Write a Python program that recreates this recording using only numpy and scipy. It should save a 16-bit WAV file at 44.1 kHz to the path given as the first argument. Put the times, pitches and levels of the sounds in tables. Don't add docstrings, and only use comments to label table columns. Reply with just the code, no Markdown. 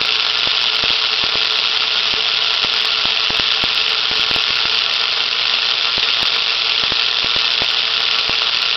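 import sys
import numpy as np
from scipy import signal
from scipy.fft import rfft, irfft, next_fast_len
from scipy.io import wavfile
from scipy.ndimage import minimum_filter1d, map_coordinates

SR = 44100
rng = np.random.default_rng(int(sys.argv[2]) if len(sys.argv) > 2 else 0)


def master(y):
    cut = np.clip(np.atleast_2d(y).T, -1, 1)
    pcm = np.round(cut * 32767)
    wavfile.write(sys.argv[1], SR, pcm.astype(np.int16))


N = 386316
TIME = np.arange(N) / SR
PULSE_HZ, PULSE_START_CYCLES = 120.0425, .14
SLAM_RISE_S = 0.001


def gears(hard_times, scatter_s=.0006, spread_db=3.5, rattles_per_s=450, swell_s=0.00087, fade_s=0.011):
    pulses = pulse_times()
    offset, force = rng.uniform(-1.1, 1, (len(pulses), 2)).T
    force = unit(signal.lfilter([1, -1, -.5], 1, force))
    slam_times = pulses - SLAM_RISE_S - swell_s / 2 + scatter_s * unit(offset)
    slams = impulses(slam_times, amp(spread_db * np.minimum(force, 1.5)) ** 2)
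    rattle = (rng.random(N) < rattles_per_s / SR) * amp(-6 + 4 * rng.random(N)) ** 2
    hard = impulses(hard_times, None) * amp(4) ** 2
    scrape = amp(-10.5) ** 2
    t = TIME[:SR // 20]
    burst = np.minimum(t / swell_s, amp(-60 * (t - swell_s) / fade_s)) ** 2
    energy = np.abs(signal.fftconvolve(slams + rattle + hard, burst)[:N])
    loudness = np.sqrt((energy + scrape) * motor_pull(depth=0.2))
    return unit(filtered(loudness * rng.standard_normal(N), tone))


def motor_pull(depth):
    return 1 + depth * np.cos(2 * np.pi * (PULSE_HZ * TIME + PULSE_START_CYCLES))


def pulse_times():
    return (np.arange(int(N / SR * PULSE_HZ)) + 1 - PULSE_START_CYCLES) / PULSE_HZ


# pitch_hz, level_db
OVERALL_TONE = [(25, -27), (300, -26), (600, -18.5), (1200, -15.5), (1650, -16.5), (2400, -9), (2680, -2.5),
                (3500, -3), (3900, -6), (4800, -8), (5250, -9.5), (5650, -18), (6000, -30), (6450, -59)]
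# pitch_hz, width_hz, boost_db
SHELL_RINGS = [(428.5, 46, 9.5), (680, 56, 4.5), (788, 29, -0.5), (1033, 25, 2), (1385, 190, 9.5),
               (1727, 41, 3), (2630, 110, 1), (3350, 100, 1), (3526, 370, 2.5), (4110, 210, 2.5),
               (4720, 310, 2.7)]


def tone(hz):
    pitch_hz, level_db = np.transpose(OVERALL_TONE)
    tone_db = np.interp(np.log(hz + 1), np.log(pitch_hz), level_db)
    recorder_cut_db = 30 * np.clip((hz - pitch_hz[-1]) / 500, 0, 1)
    rings_db = sum(boost / (1 + (2 * (hz - pitch) / width) ** 2) for pitch, width, boost in SHELL_RINGS)
    return amp(tone_db - recorder_cut_db + rings_db)


# peak_s, level_db (before boost_db)
MAIN_POPS = [(0.474, -15.5), (0.8394, -13), (1.2397, -19), (1.3561, -22), (2.1396, -19.5), (2.6477, -21),
             (3.055, -19.5), (3.3053, -11.5), (3.398, -18.5), (3.6399, -10), (4.1143, -22), (4.313, -20),
             (4.3629, -14), (4.5059, -22.5), (4.6551, -23.5), (5.9805, -5), (6.2303, -18), (6.9218, -14),
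             (7.2457, -21), (7.3641, -20), (7.6206, -19), (8.2958, -5)]


def pops(slams, boost_db=13, thump_s=0.00016, crack_db=-2, crack_s=0.00017, crack_hz=1800):
    peak_s, level_db = slams.T
    t = np.arange(-128, 129) / SR
    thump = -np.exp(-.5 * (t / thump_s) ** 2)
    crack = amp(crack_db) * np.exp(-.5 * (t / crack_s) ** 2) * np.sin(2 * np.pi * crack_hz * t)
    return signal.fftconvolve(impulses(peak_s, amp(level_db + boost_db)), thump + crack, "same")


# start_s, level_db (before boost_db)
MAIN_TICKS = [(0.0556, -26), (0.388, -32.5), (0.7557, -27), (1.4463, -31), (2.8537, -22), (3.3703, -25),
              (3.6368, -28), (3.747, -22.5), (3.894, -27.5), (4.311, -30), (4.3605, -22.5), (4.9373, -29),
              (6.2277, -23), (7.7125, -28), (8.0034, -28.5), (8.1863, -33), (8.2935, -32), (8.6192, -25.5)]


def ticks(slams, boost_db=14, soften_above_hz=9000):
    start_s, level_db = slams.T
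    clicks = impulses(start_s + SLAM_RISE_S, amp(level_db + boost_db))
    return filtered(clicks, lambda hz: 1 / np.sqrt(1 + (hz / soften_above_hz) ** 2))


# start_s, end_s
LOOSE_SPELLS = [(0, 1.75), (2.6, 5.05), (5.95, 6.4), (7.3, 8.65)]


def hard_slams(main, extra_per_s, range_db, calm_share=0.14):
    pulses = pulse_times()
    chance, weakness = rng.random((len(pulses), 2)).T
    loose = np.any([(start < pulses) & (pulses < end) for start, end in LOOSE_SPELLS], axis=0)
    happens = chance < extra_per_s / PULSE_HZ * np.where(loose, 1, calm_share)
    top_db = np.quantile(main[:, 1], 1 / 4)
    weaker = np.column_stack([pulses - SLAM_RISE_S, top_db - range_db * weakness])
    return np.vstack([main, weaker[happens]])


# time_s, turns_per_s
ROTOR_SPEED = [(0, 108.9), (1.6, 110.4), (1.9, 110.8), (2.7, 111.3), (3.0, 112.0), (3.6, 111.5),
               (4.5, 111.0), (4.9, 113.2), (5.8, 114.9), (6.4, 112.9), (6.8, 114.1), (7.8, 112.9),
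               (8.7, 113.3)]
# multiple_of_speed, level_db (before filtering)
KNOCK_TONES = [(2, -1), (3, -9.5), (4, 2), (5, -16.5), (6, -9.5), (7, -0.5), (8, -2.5), (9, 0.5), (10, 3.5),
               (11, -1), (12, -4.5), (13, -3), (15, -5), (16, 1)]


def rotor(flutter=.003, rough_db=2.46, throb_db=4.5, surge_turns=.022, hum_db=-23):
    turns = np.cumsum(curve(ROTOR_SPEED) * (1 + flutter * wobble(22))) / SR
    in_step = np.cos(2 * np.pi * (PULSE_HZ * TIME - turns))
    angle = 2 * np.pi * (turns - surge_turns * in_step)
    knocks = sum(amp(db + rough_db * wobble(45)) * np.cos(multiple * angle)
                 for multiple, db in KNOCK_TONES)
    whir = unit(filtered(knocks * amp(throb_db * in_step), tone))
    hum = amp(hum_db) * unit(np.sin(angle))
    return whir + hum


def amp(db):
    return 10 ** (np.asarray(db) / 20)


def unit(x):
    return x / np.sqrt(np.mean(x ** 2) + 1e-20)


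def curve(rows):
    return np.interp(TIME, *np.transpose(rows))


def wobble(points_per_s):
    points = rng.standard_normal(int(N * points_per_s / SR) + 4)
    return unit(map_coordinates(points, [TIME * points_per_s]))


def impulses(times, sizes):
    return np.bincount(np.clip(np.round(times * SR).astype(int), 0, N - 1), sizes, N)


def filtered(x, gain):
    size = 2 * next_fast_len(N // 2 + SR // 4)
    hz = np.fft.rfftfreq(size, 1 / SR)
    cepstrum = irfft(np.log(np.maximum(gain(hz), 1e-6)))
    cepstrum[1:size // 2] *= 2
    cepstrum[size // 2 + 1:] = 0
    return irfft(rfft(x, size) * np.exp(rfft(cepstrum)), size)[:N]


def scene(chatter_db=-16.5, whir_db=-33):
    bright = hard_slams(np.array(MAIN_TICKS), extra_per_s=11, range_db=14)
    dull = hard_slams(np.array(MAIN_POPS), extra_per_s=1, range_db=8)
    hard_times = np.concatenate([bright[:, 0], dull[:, 0] - SLAM_RISE_S])
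    running = amp(chatter_db) * gears(hard_times) + amp(whir_db) * rotor()
    return np.tile(running + ticks(bright) + pops(dull), (2, 1))


def record(dry, ceiling=0.81, top_hz=15830):
    needed_gain = np.minimum(1, ceiling / (np.abs(dry).max(axis=0) + 1e-9))
    held_gain = minimum_filter1d(needed_gain, size=81)
    window = np.hanning(81)
    smooth_gain = 1 + signal.fftconvolve(held_gain - 1, window / window.sum(), "same")
    return irfft(rfft(dry * smooth_gain) * (np.fft.rfftfreq(N, 1 / SR) < top_hz), N)


dry = scene()
out = record(dry)
master(out)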